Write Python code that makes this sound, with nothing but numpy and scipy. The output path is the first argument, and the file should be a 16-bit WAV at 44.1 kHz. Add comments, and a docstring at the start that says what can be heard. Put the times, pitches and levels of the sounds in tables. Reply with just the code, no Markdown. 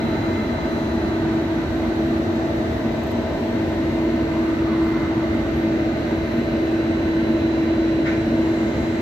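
"""An electric locomotive stands at an open platform, heard through two microphone ports that slowly turn.
Turbulence from its cooling fans roars and excites duct resonances, and the blades hum at their passing
rate. Periodic switching in the converters gives clusters of thin tones about multiples of a carrier.
Tiny rustles and ticks sound close to the right port. Late on, a load switches on with a short burst."""
import sys
import numpy as np
from scipy import signal
from scipy.fft import rfft, irfft, next_fast_len
from scipy.io import wavfile
from scipy.ndimage import uniform_filter1d, map_coordinates

SR = 44100
rng = np.random.default_rng(int(sys.argv[2]) if len(sys.argv) > 2 else 0)


def pcm_store(signal):
    """Save signal as 16-bit PCM."""
    levels = np.round(np.clip(np.atleast_2d(signal), -1, 1) * 32767)
    wavfile.write(sys.argv[1], SR, levels.astype(np.int16).T)


N = 397341
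T = np.arange(N) / SR


def amp(db):
    """Amplitude ratio of a level in decibels."""
    return 10 ** (np.asarray(db) / 20)


def unit(x):
    """Normalisation to an rms of 1."""
    return x / np.sqrt(np.mean(x ** 2) + 1e-20)


def spectrum_db(rows, hz):
    """Interpolation of levels over log frequency, silent outside the rows."""
    knots_hz, *columns = np.transpose(rows)
    return np.array([np.interp(np.log(hz + 1), np.log(knots_hz + 1), db, -200, -200) for db in columns])


def over_log_hz(rows, hz):
    """Interpolation of each column over log frequency, holding the end values."""
    knots_hz, *columns = np.transpose(rows)
    return np.array([np.interp(np.log(hz + 1), np.log(knots_hz), column) for column in columns])


def curves(rows):
    """Linear interpolation over time of each column after the first."""
    times, *columns = np.transpose(rows)
    return np.array([np.interp(T, times, column) for column in columns])


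def wobble(rate):
    """Smooth random modulation with rate knots a second."""
    return map_coordinates(rng.standard_normal(int(N * rate / SR) + 4), [T * rate])


def patches(shape, bins, frames):
    """A random field of rms 1, correlated over frequency and time by moving averages."""
    across_frequency = uniform_filter1d(rng.standard_normal(shape), bins, axis=0)
    return unit(uniform_filter1d(across_frequency, frames, axis=1))


def filtered(x, response):
    """Linear filtering: the spectrum is multiplied by a frequency response."""
    size = next_fast_len(N + 8192)
    return irfft(rfft(x, size) * response(np.fft.rfftfreq(size, 1 / SR)), size)[..., :N]


# Rotation of the ports. Each row: time in seconds, fraction of the sweep turned.
TURN = [(0, 0.05), (1.5, 0.28), (2.5, 0.19), (4, .45), (5, 0.7), (6, .75), (7.5, 1), (9.01, 0.73)]
# Shading. Each row: frequency in Hz, left and right change over the full sweep in dB.
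SHADOW = [(350, 0, 0), (550, -1, 4.5), (895, -2.5, -9.5), (1340, -2.5, 1.5), (2300, -2.5, 0), (5000, -1, 0),
          (12000, -1, -5.5)]
# Swells and dips. Each row: centre and width in seconds, centre in Hz, width in octaves, gain in dB.
SWELLS = [(4.9, 0.35, 1190, 0.19, 6), (4.9, .4, 560, 0.22, -3.5), (1.3, 0.62, 560, 0.14, -3.5),
          (2.4, 1.1, 2260, 0.31, -2.5), (8.8, .3, 7500, .3, 5), (0.68, .9, 1250, 0.083, 6),
          (3.4, .6, 1400, .2, -3), (7.5, 0.87, 2800, 0.11, 3), (1.7, 0.38, 1000, 0.26, -2)]

def shading_db(hz, times):
    """Acoustic shadow varies with the turn while bass diffracts round; single bands also swell or dip."""
    turn = np.interp(times, *np.transpose(TURN)) - .5
    shadow = over_log_hz(SHADOW, hz)[:, :, None] * turn
    bell = lambda x: np.exp(-x ** 2 / 2)
    swells = sum(db * np.outer(bell(np.log2((hz + 1) / centre_hz) / octaves), bell((times - at) / width))
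                 for at, width, centre_hz, octaves, db in SWELLS)
    return shadow + swells


# Coherence. Each row: frequency in Hz, fraction of the noise power common to both ports.
COHERENCE = [(40, 1), (100, 1), (150, 0.97), (290, 0.96), (600, 0.72), (900, 0.74), (1400, 0.46),
             (3000, 0.28), (6000, 0.25), (15000, .15)]
# Drifting paths. Each row: frequency in Hz, rms phase drift between the ports in radians.
PATH_DRIFT = [(60, .01), (400, .04), (700, .3), (1000, 1.5), (3000, 2.5), (15000, 3)]
LEAD_S = .00009  # the left port is a little nearer

def turbulence(patchy_db):
    """Partially coherent noise: a common part reaches both ports by drifting paths, the rest differs."""
    hz, times, (common, *separate) = signal.stft(rng.standard_normal((3, N)), SR, nperseg=1024)
    share = over_log_hz(COHERENCE, hz).T
    drift = over_log_hz(PATH_DRIFT, hz).T * patches(common.shape, bins=6, frames=120)
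    half_lead = np.pi * LEAD_S * hz[:, None] + drift / 2
    ports = np.sqrt(share) * common * np.exp([1j * half_lead, -1j * half_lead])
    ports += np.sqrt(1 - share) * np.array(separate)
    treble = (hz[:, None] / 9000) ** 2
    gain_db = patchy_db * (1 + treble) * patches(common.shape, bins=10, frames=7) + shading_db(hz, times)
    noise = signal.istft(ports * amp(gain_db), SR, nperseg=1024)[1][:, :N]
    return noise * np.sqrt(SR / 2)  # about 0 dB per Hz


# Low, middle and high air noise. Each row: frequency in Hz, left and right density in dB per Hz.
ROAR = [(22, -81, -82.5), (35, -69, -68.5), (48, -59.5, -57.5), (60, -57.5, -58.5), (100, -51.5, -50.5),
        (142, -54, -53.5), (162, -60.5, -55), (188, -54, -54.5), (258, -52, -50), (347, -47, -47.5),
        (375, -53, -51.5), (405, -54.5, -52), (420, -57, -55), (432, -55.5, -54), (485, -59, -61),
        (569, -56, -56), (603, -53.5, -53), (661, -56, -56), (690, -58.5, -60.5), (765, -60, -63.5)]
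RUSH = [(765, -64.5, -63.5), (1014, -61.5, -64), (1070, -68, -68), (1456, -67.5, -69), (1501, -64.5, -61.5),
        (1693, -71, -69.5), (2080, -67, -66), (2163, -70.5, -72.5), (2720, -75.5, -73), (3160, -78.5, -78),
        (4140, -80, -80), (5270, -88.5, -87.5), (7300, -92.5, -91), (7990, -92.5, -99)]
HISS = [(8160, -92, -98), (8190, -105, -110), (8700, -113, -114), (9360, -104, -107), (10300, -101, -102),
        (11300, -96.5, -98), (12300, -97, -99), (13300, -100, -100), (14500, -104, -104),
        (15200, -106, -105), (15600, -109, -108)]

def fan_roar():
    """Turbulent flow through the fans radiates broadband noise that weakens toward the treble."""
    response = lambda hz: np.maximum.reduce([amp(spectrum_db(band, hz)) for band in (ROAR, RUSH, HISS)])
    return filtered(turbulence(patchy_db=.44), response)


# Air cavities. Each row: resonance in Hz, bandwidth in Hz, rms level in dB.
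DUCT_MODES = [(55.7, 2.8, -42.5), (73, 11, -39.5), (92, 28, -37.5), (147.7, 10, -39.5), (230.8, 13, -35),
              (231, 32, -33.5), (297.2, 4, -44.5)]

def duct_drone():
    """Cavity resonance: turbulence excites a narrow band of noise about each mode."""
    def response(hz):
        power = sum(amp(db) ** 2 / width * np.exp(-np.pi * ((hz - centre) / width) ** 2)
                    for centre, width, db in DUCT_MODES)
        return np.sqrt(power)
    return filtered(turbulence(patchy_db=.37), response)


WHISTLE_HZ, WHISTLE_DB, WHISTLE_WANDER_RAD = 229, -33.5, 1.59

def duct_whistle():
    """Self-sustained oscillation: the strongest cavity locks into a tone of restless pitch and level."""
    half_lead = np.pi * LEAD_S * WHISTLE_HZ * np.array([[1], [-1]])
    phase = 2 * np.pi * WHISTLE_HZ * T + WHISTLE_WANDER_RAD * wobble(16) + half_lead
    return np.sqrt(2) * amp(WHISTLE_DB + 2.5 * wobble(12)) * np.sin(phase)


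def stereo_tone(hz, left_db, right_db, lead, waver_rad):
    """Level and phase differences between the ports give a slightly wavering tone its direction."""
    phase = 2 * np.pi * (hz * T + rng.random()) + waver_rad * wobble(3)
    left = amp(left_db) * np.sin(phase + lead / 2)
    right = amp(right_db) * np.sin(phase - lead / 2)
    return np.sqrt(2) * np.array([left, right])


def swept_tone(hz, sweep, waver_rad, flutter_db):
    """Directional pickup: levels and lead follow the turn; reflections make the levels flutter."""
    turn, = curves(TURN)
    left_db, right_db, lead = (start + (end - start) * turn for start, end in np.reshape(sweep, (-1, 2)))
    left_db += flutter_db * wobble(1.953)
    right_db += flutter_db * wobble(2.01)
    return stereo_tone(hz, left_db, right_db, lead, waver_rad)


def beamed_tone(hz, beam, flutter_db):
    """Directivity: a tone is heard in narrow beams; reflections make the levels flutter."""
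    left_db, right_db, lead = curves(beam)
    left_db += flutter_db * wobble(5)
    right_db += flutter_db * wobble(5)
    return stereo_tone(hz, left_db, right_db, lead, waver_rad=.1)


def fading_tones(rows, rate, direct):
    """Multipath fading: a steady direct wave interferes with random ones, separately at each port."""
    out = np.zeros((2, N))
    coarse = T[::256]
    for hz, *levels_db in rows:
        phase = 2 * np.pi * hz * T
        for port, db in enumerate(levels_db):
            knots = rng.standard_normal((2, 40)) + [[direct], [0]]
            in_phase, quadrature = (np.interp(T, coarse, map_coordinates(part, [coarse * rate]))
                                    for part in knots)
            out[port] += amp(db) * unit(in_phase * np.sin(phase) + quadrature * np.cos(phase))
    return out


# The blade tone. Each row: time in seconds, rms level in dB.
BLADE_LEVEL = [(0, -31.5), (.4, -33), (.75, -31), (1.05, -29), (1.2, -24), (1.45, -25.5), (1.8, -25),
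               (2.2, -24), (2.62, -25), (2.78, -30), (3.2, -32), (3.6, -28), (3.96, -25), (4.32, -23.5),
               (4.69, -22.5), (5.05, -23.5), (5.41, -25.5), (5.77, -24), (6.13, -26), (6.49, -27),
               (6.7, -23.5), (7.21, -21), (7.93, -21.5), (8.29, -22.5), (8.5, -22), (8.7, -25.5),
               (9.01, -26)]
# Its octave comes and goes. Each row: time in seconds, gain in dB.
OCTAVE_GAIN = [(0, -2.5), (.9, -.5), (1.7, -4), (2.1, 2), (4.1, 1.5), (4.9, -5), (5.6, 1), (6.6, 2),
               (7.2, -1), (9.01, -2)]
# The octave at both ends of the sweep, in pairs: left level in dB, right in dB, left lead in radians.
OCTAVE_SWEEP = (-35, -38, -46, -41, .2, 1.2)
BLADE_HZ = 326.74

def main_fan():
    """Periodic blade passage radiates a tone at the blade rate and its second harmonic."""
    blade_db = curves(BLADE_LEVEL)[0] + 1.1 * wobble(6)
    fundamental = stereo_tone(BLADE_HZ, blade_db, blade_db, lead=.17, waver_rad=.15)
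    octave = swept_tone(2 * BLADE_HZ, OCTAVE_SWEEP, waver_rad=.2, flutter_db=1.2)
    return fundamental + amp(curves(OCTAVE_GAIN)) * octave


# Its blade tone. Each row: time in seconds, left and right level in dB, left lead in radians.
SMALL_FAN_BEAM = [(0.0, -46.0, -45.0, -0.3), (0.6, -51.0, -48.0, -0.4), (1.2, -55.0, -47.0, -0.5),
                  (1.8, -59.0, -48.0, -0.2), (2.4, -47.0, -49.0, -0.7), (3.0, -45.0, -50.0, -0.7),
                  (3.6, -46.0, -50.0, -0.7), (4.2, -47.0, -55.0, -0.7), (4.81, -47.0, -44.0, -0.4),
                  (5.41, -48.0, -51.0, -1.2), (6.01, -46.0, -66.0, -1.7), (6.61, -47.0, -58.0, -2.2),
                  (7.21, -46.0, -64.0, -1.4), (7.81, -46.0, -71.0, 0.8), (8.41, -50.0, -70.0, -0.8),
                  (9.01, -46.0, -73.0, -0.2)]
# Its overtones. Each row: harmonic number, left and right level in dB.
SMALL_FAN_HARMONICS = [(2, -56, -56), (3, -65, -68)]
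SMALL_FAN_HZ = 872.3

def small_fan():
    """Faster blade passage in a smaller fan gives a higher harmonic series."""
    fundamental = beamed_tone(SMALL_FAN_HZ, SMALL_FAN_BEAM, flutter_db=1)
    overtones = [(harmonic * SMALL_FAN_HZ, *levels) for harmonic, *levels in SMALL_FAN_HARMONICS]
    return fundamental + fading_tones(overtones, rate=.97, direct=1.6)


# The two strongest whines: the first upper sideband and twice the carrier.
# Each row: time in seconds, left and right level in dB, left lead in radians.
UPPER_SIDEBAND = [(0, -46, -46, 0), (.75, -49, -48, -.8), (1.3, -59, -54, -2.2), (1.75, -64, -47, -3),
                  (2.3, -50, -49, -3.4), (3.2, -49, -64, -5.8), (4.2, -49, -51, -7.1), (4.5, -50, -50, -8),
                  (4.65, -53, -45, -6.9), (4.8, -47, -43, -6.2), (5.05, -46, -42.5, -6),
                  (5.25, -50, -44, -7.1), (5.4, -47, -46, -8.4), (5.55, -44.5, -51, -9),
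                  (5.75, -45, -53, -9.2), (6.8, -43.5, -50, -9.2), (8.04, -45, -53, -9.3),
                  (8.07, -37, -45, -9.4), (8.17, -38, -45, -9.3), (8.25, -44, -52, -9.2),
                  (9.01, -44, -53, -9.2)]
DOUBLE_CARRIER = [(0, -51, -46, 1.4), (.75, -53, -48, .6), (1.3, -59, -52, 2), (2.1, -59, -52, 4),
                  (2.8, -57, -64, 1), (3.3, -55.5, -58, -.8), (3.7, -59, -53, -2.6), (4.3, -57, -58, -2),
                  (4.8, -58, -52, -2), (5.6, -56, -70, -4.5), (6.05, -50.5, -62, -6.2),
                  (6.3, -51.5, -56, -6.3), (6.8, -54, -52, -6.3), (7.5, -53, -48, -6.4),
                  (9.01, -52, -55, -7)]
# Two lower sidebands. Each row: carrier multiple, offset in multiples of the output frequency.
LOWER_SIDEBANDS = [(1, -1), (2, -2)]
# Each row: one of them at both ends of the sweep, in pairs: left dB, right dB, left lead in radians.
LOWER_SWEEPS = [(-50, -54, -53, -54, 2.4, 2.3), (-59, -59, -62, -68, .6, 6)]
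CARRIER_HZ, OUTPUT_HZ = 2000, 60

def converter_whine():
    """Modulation: switching puts sidebands round carrier multiples, spaced by the output frequency."""
    flutter = amp(2.5 * wobble(14))
    whine = flutter * stereo_tone(CARRIER_HZ + OUTPUT_HZ, *curves(UPPER_SIDEBAND), waver_rad=.05)
    whine += stereo_tone(2 * CARRIER_HZ, *curves(DOUBLE_CARRIER), waver_rad=.05)
    for (multiple, offset), sweep in zip(LOWER_SIDEBANDS, LOWER_SWEEPS):
        whine += swept_tone(multiple * CARRIER_HZ + offset * OUTPUT_HZ, sweep, waver_rad=.05,
                            flutter_db=2.4)
    return whine


# Six switching tones. Each row: time in seconds, left and right level in dB, left lead in radians.
BEAM_LOW = [(0, -60, -50, -1.9), (.6, -58, -49, -.9), (1.2, -55, -50, -1.2), (1.8, -54, -56, -2.2),
            (2.4, -53, -56, -4.9), (3, -57, -59, -5.4), (3.6, -53, -52, -5.3), (4.2, -55, -51, -5),
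            (4.8, -54, -54, -4.5), (5.4, -52, -52, -4.7), (6, -55, -57, -5), (6.6, -52, -54, -4.9),
            (7.2, -54, -54, -4.8), (8.5, -52, -57, -4.9), (9.01, -56, -62, -4.9)]
BEAM_BELOW = [(0.0, -60.0, -61.0, 0.3), (0.6, -66.0, -61.0, 0.2), (1.2, -61.0, -64.0, 2.1),
              (1.8, -57.0, -64.0, 1.8), (2.4, -59.0, -56.0, 2.0), (3.0, -60.0, -56.0, 1.9),
              (3.6, -60.0, -62.0, 2.0), (4.2, -59.0, -60.0, -0.1), (4.81, -61.0, -66.0, -0.3),
              (5.41, -59.0, -61.0, -0.8), (6.01, -60.0, -61.0, -0.8), (6.61, -61.0, -60.0, 0.4),
              (7.21, -63.0, -58.0, -0.3), (7.81, -60.0, -59.0, -1.2), (8.41, -58.0, -63.0, -0.8),
              (9.01, -60.0, -64.0, -0.2)]
BEAM_ABOVE = [(0.0, -57.0, -62.0, 2.3), (0.6, -59.0, -63.0, 2.6), (1.2, -56.0, -66.0, 1.5),
              (1.8, -61.0, -65.0, 0.5), (2.4, -61.0, -65.0, 1.4), (3.0, -63.0, -66.0, 1.9),
              (3.6, -61.0, -63.0, 0.4), (4.2, -59.0, -59.0, 0.4), (4.81, -60.0, -59.0, 0.4),
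              (5.41, -62.0, -66.0, 0.4), (6.01, -57.0, -64.0, 0.4), (6.61, -59.0, -70.0, 0.1),
              (7.21, -57.0, -71.0, 2.3), (7.81, -59.0, -69.0, 1.8), (8.41, -57.0, -66.0, 1.4),
              (9.01, -58.0, -66.0, 1.2)]
BEAM_THIRD_BELOW = [(0.0, -64.0, -66.0, 2.1), (0.6, -62.0, -62.0, 1.3), (1.2, -70.0, -64.0, 2.0),
                    (1.8, -68.0, -64.0, 2.5), (2.4, -70.0, -69.0, 0.5), (3.0, -69.0, -67.0, -0.7),
                    (3.6, -70.0, -69.0, -0.4), (4.2, -64.0, -66.0, -0.3), (4.81, -66.0, -66.0, 0.7),
                    (5.41, -68.0, -66.0, 1.1), (6.01, -71.0, -69.0, 1.1), (6.61, -67.0, -71.0, 1.0),
                    (7.21, -69.0, -72.0, 0.1), (7.81, -73.0, -70.0, 0.0), (8.41, -72.0, -71.0, 0.4),
                    (9.01, -72.0, -71.0, -0.1)]
BEAM_THIRD_ABOVE = [(0.0, -71.0, -70.0, 0.7), (0.6, -64.0, -66.0, 0.4), (1.2, -65.0, -71.0, 1.5),
                    (1.8, -67.0, -69.0, -0.5), (2.4, -64.0, -73.0, 0.5), (3.0, -69.0, -71.0, 1.2),
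                    (3.6, -68.0, -74.0, -0.7), (4.2, -70.0, -78.0, -1.5), (4.81, -71.0, -78.0, 0.8),
                    (5.41, -66.0, -71.0, -0.4), (6.01, -62.0, -70.0, -0.9), (6.61, -63.0, -73.0, -0.5),
                    (7.21, -64.0, -76.0, 0.9), (7.81, -65.0, -69.0, 1.0), (8.41, -66.0, -73.0, 1.1),
                    (9.01, -64.0, -72.0, 0.8)]
BEAM_SIXTH = [(0.0, -69.0, -75.0, -1.0), (0.6, -75.0, -72.0, -0.5), (1.2, -77.0, -74.0, -2.3),
              (1.8, -72.0, -74.0, -2.3), (2.4, -72.0, -75.0, -0.1), (3.0, -72.0, -72.0, 1.2),
              (3.6, -73.0, -81.0, 0.4), (4.2, -75.0, -79.0, 0.4), (4.81, -71.0, -80.0, 0.8),
              (5.41, -67.0, -76.0, -2.2), (6.01, -67.0, -79.0, -1.1), (6.61, -77.0, -80.0, -0.3),
              (7.21, -72.0, -79.0, -1.9), (7.81, -78.0, -85.0, -2.8), (8.41, -84.0, -87.0, -2.1),
              (9.01, -81.0, -79.0, -3.5)]
# Their pitches. Each row: carrier multiple, offset in multiples of the output frequency, beam table.
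BEAMS = [(1, -3, BEAM_LOW), (2, -4, BEAM_BELOW), (2, 4, BEAM_ABOVE), (3, -1, BEAM_THIRD_BELOW),
         (3, 1, BEAM_THIRD_ABOVE), (6, 0, BEAM_SIXTH)]

def converter_beams():
    """Directivity makes further switching tones rise and fall as the ports turn."""
    return sum(beamed_tone(multiple * CARRIER_HZ + offset * OUTPUT_HZ, beam, flutter_db=1.5)
               for multiple, offset, beam in BEAMS)


# Each row: carrier multiple, offset in thirds of the output frequency, left and right level in dB.
WEAK_SIDEBANDS = [(1, -10, -62, -52), (1, -5, -66, -61), (1, 9, -64, -63), (1, 15, -62, -67),
                  (2, -20, -70, -73), (2, -18, -65, -65), (2, -9, -66, -68), (2, 2, -70, -69),
                  (2, 6, -70, -72), (2, 18, -69, -65), (3, -27, -75, -71), (3, -21, -75, -73),
                  (3, -15, -72, -75), (3, -9, -75, -72), (3, -1, -75, -75), (3, 9, -83, -79),
                  (5, 3, -87, -90), (5, 27, -85, -90), (5, 33, -85, -88), (6, -39, -82, -83),
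                  (6, -30, -83, -86), (6, -24, -82, -87), (6, -18, -76, -79), (6, -12, -81, -86),
                  (6, -2, -84, -86), (6, 4, -85, -89), (6, 12, -85, -86), (6, 18, -84, -85),
                  (6, 33, -84, -85), (7, 37, -84, -86)]

def converter_sidebands():
    """Multipath interference fades the weaker switching tones in and out."""
    tones = [(multiple * CARRIER_HZ + thirds * OUTPUT_HZ / 3, *levels)
             for multiple, thirds, *levels in WEAK_SIDEBANDS]
    return fading_tones(tones, rate=1.45, direct=.51)


# The second harmonic at both ends of the sweep, in pairs: left dB, right dB, left lead in radians.
CHOPPER_SWEEP = (-56, -56, -65, -59, -3, -1.5)
# The weaker harmonics. Each row: harmonic number, left and right level in dB.
CHOPPER_HARMONICS = [(1, -65.5, -65), (3, -68, -70), (4, -73.5, -77.5)]
CHOPPER_HZ = 1953.2

def chopper():
    """Periodic switching slightly below the carrier gives a harmonic series of its own."""
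    second = swept_tone(2 * CHOPPER_HZ, CHOPPER_SWEEP, waver_rad=.05, flutter_db=2)
    weak = [(harmonic * CHOPPER_HZ, *levels) for harmonic, *levels in CHOPPER_HARMONICS]
    return second + fading_tones(weak, rate=1.45, direct=.51)


# Each row: centre of a rustle in seconds, width in seconds, rms level at its crest on the right in dB.
RUSTLES = [(2.07, .06, -67), (2.56, .07, -67.5), (2.93, 0.046, -64), (3.075, .06, -64), (4.05, .03, -67),
           (4.4, .12, -66.5), (4.88, 0.092, -61), (5.58, 0.079, -59)]

def rustles():
    """Amplitude modulation of top-octave noise gives brief soft hisses, mostly at the right port."""
    envelope = sum(amp(db) * np.exp(-((T - at) / (width / 2)) ** 2 / 2) for at, width, db in RUSTLES)
    top_octave = lambda hz: np.exp(-((hz - 13000) / 2500) ** 2)
    hiss = unit(filtered(rng.standard_normal((2, N)), top_octave))
    return envelope * hiss * amp([[-5], [0]])


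# Each row: start of a tick in seconds, level before filtering in dB, left minus right in dB,
# frequency in Hz, phase scatter in radians.
TICKS = [(2.922, -42, -6, 7300, .4), (3.0345, -38.5, -3, 13450, 1.2), (3.0367, -37, -3.5, 12560, 1.3),
         (3.06, -50, -7.5, 13500, 1), (3.066, -46, -8.5, 13700, .8), (3.0725, -40, -11, 13500, .9),
         (3.079, -49, -8, 13990, 1.1), (3.107, -39.5, -3, 13030, 1.2), (3.117, -36.5, -8.5, 11600, 1.2),
         (3.12, -42, -6.5, 13500, 1.2)]
TICK_T60_S = .0055

def ticks():
    """Impact excitation: something small touches the housing, giving noisy, heavily damped rings."""
    out = np.zeros((2, N))
    t = np.arange(SR // 100) / SR
    for at, db, pan_db, hz, scatter in TICKS:
        envelope = amp(db + .5 - 60 * t / TICK_T60_S)
        click = envelope * np.sin(2 * np.pi * hz * t + scatter * rng.standard_normal(len(t)))
        start = round(at * SR)
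        out[:, start:start + len(t)] += amp([[pan_db / 2], [-pan_db / 2]]) * click
    port_notch = lambda hz: 1 - .85 * np.exp(-((hz - 8700) / 800) ** 2)  # the ports hear little here
    return filtered(out, lambda hz: (hz > 6000) * port_notch(hz))


# Envelope of the burst. Each row: time in seconds, level in dB.
SURGE_ENVELOPE = [(8.045, -60), (8.056, -39), (8.066, -32), (8.085, -31.5), (8.1, -34), (8.135, -36),
                  (8.155, -41.5), (8.2, -44), (8.3, -55)]
# Spectrum of its noise. Each row: frequency in Hz, relative level in dB.
SURGE_SPECTRUM = [(800, -22), (1200, 1), (1550, -1), (2100, 2.5), (2600, -5), (3500, -10), (5000, -18),
                  (7000, -21), (8300, -49)]
# Each row: tone frequency in Hz, left and right dB relative to the envelope, left lead in radians.
SURGE_TONES = [(1383, -16, -8, -1.7), (1425, -13, -14, 0), (1521, -10, -5, -.9), (1718, -14, -12, 0),
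               (1820, -1, -8, 1.2), (1940, -8, -11, 2), (2030, -9, -12, 1), (2180, -11, -11, -1.9),
               (2240, -9, -13, 2.6), (2300, -14, -22, 0), (2385, -15, -16, -.3), (3760, -17, -17, 0)]
SURGE_NOISE_DB = -1.5  # relative to the envelope

def load_surge():
    """Switching transient: a load comes on in a noisy burst, and tones swell with the current."""
    noise = unit(filtered(rng.standard_normal((2, N)), lambda hz: amp(spectrum_db(SURGE_SPECTRUM, hz))))
    tones = sum(stereo_tone(*tone, waver_rad=.05) for tone in SURGE_TONES)
    sounding = (T > SURGE_ENVELOPE[0][0]) * (T < SURGE_ENVELOPE[-1][0])
    return sounding * amp(curves(SURGE_ENVELOPE)) * (amp(SURGE_NOISE_DB) * noise + tones)


# The tone after the burst. Each row: time in seconds, frequency in Hz, left rms level in dB.
FALLING_TONE = [(8.2, 2137, -56.5), (8.4, 2133, -50), (8.6, 2128, -46), (8.8, 2124, -46), (9.01, 2121, -49)]

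def falling_tone():
    """Frequency glide: a thin tone sinks slightly, its phase the integral of its frequency."""
    pitch_hz, left_db = curves(FALLING_TONE)
    phase = 2 * np.pi * np.cumsum(pitch_hz) / SR
    envelope = (T > FALLING_TONE[0][0]) * np.sqrt(2) * amp(left_db)
    return envelope * np.sin(phase) * amp([[0], [-15]])


def scene():
    """Superposition: the pressures of all sources add at each port."""
    cooling = fan_roar() + duct_drone() + duct_whistle() + main_fan() + small_fan()
    switching = converter_whine() + converter_beams() + converter_sidebands() + chopper()
    return cooling + switching + rustles() + ticks() + load_surge() + falling_tone()


BAND_LIMIT_HZ = 15700

def record(dry):
    """Band limiting, with a slight level flicker mainly above 8 kHz, as from audio compression."""
    hz, _, spectra = signal.stft(dry, SR, nperseg=1024)
    depth_db = .8 * np.minimum(hz[:, None] / 9000, 1) ** 2
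    flicker = amp(depth_db * patches(spectra.shape[1:], bins=60, frames=9))
    flickering = signal.istft(spectra * flicker, SR, nperseg=1024)[1][:, :N]
    return filtered(flickering, lambda hz: hz < BAND_LIMIT_HZ)


dry = scene()
out = record(dry)
pcm_store(out)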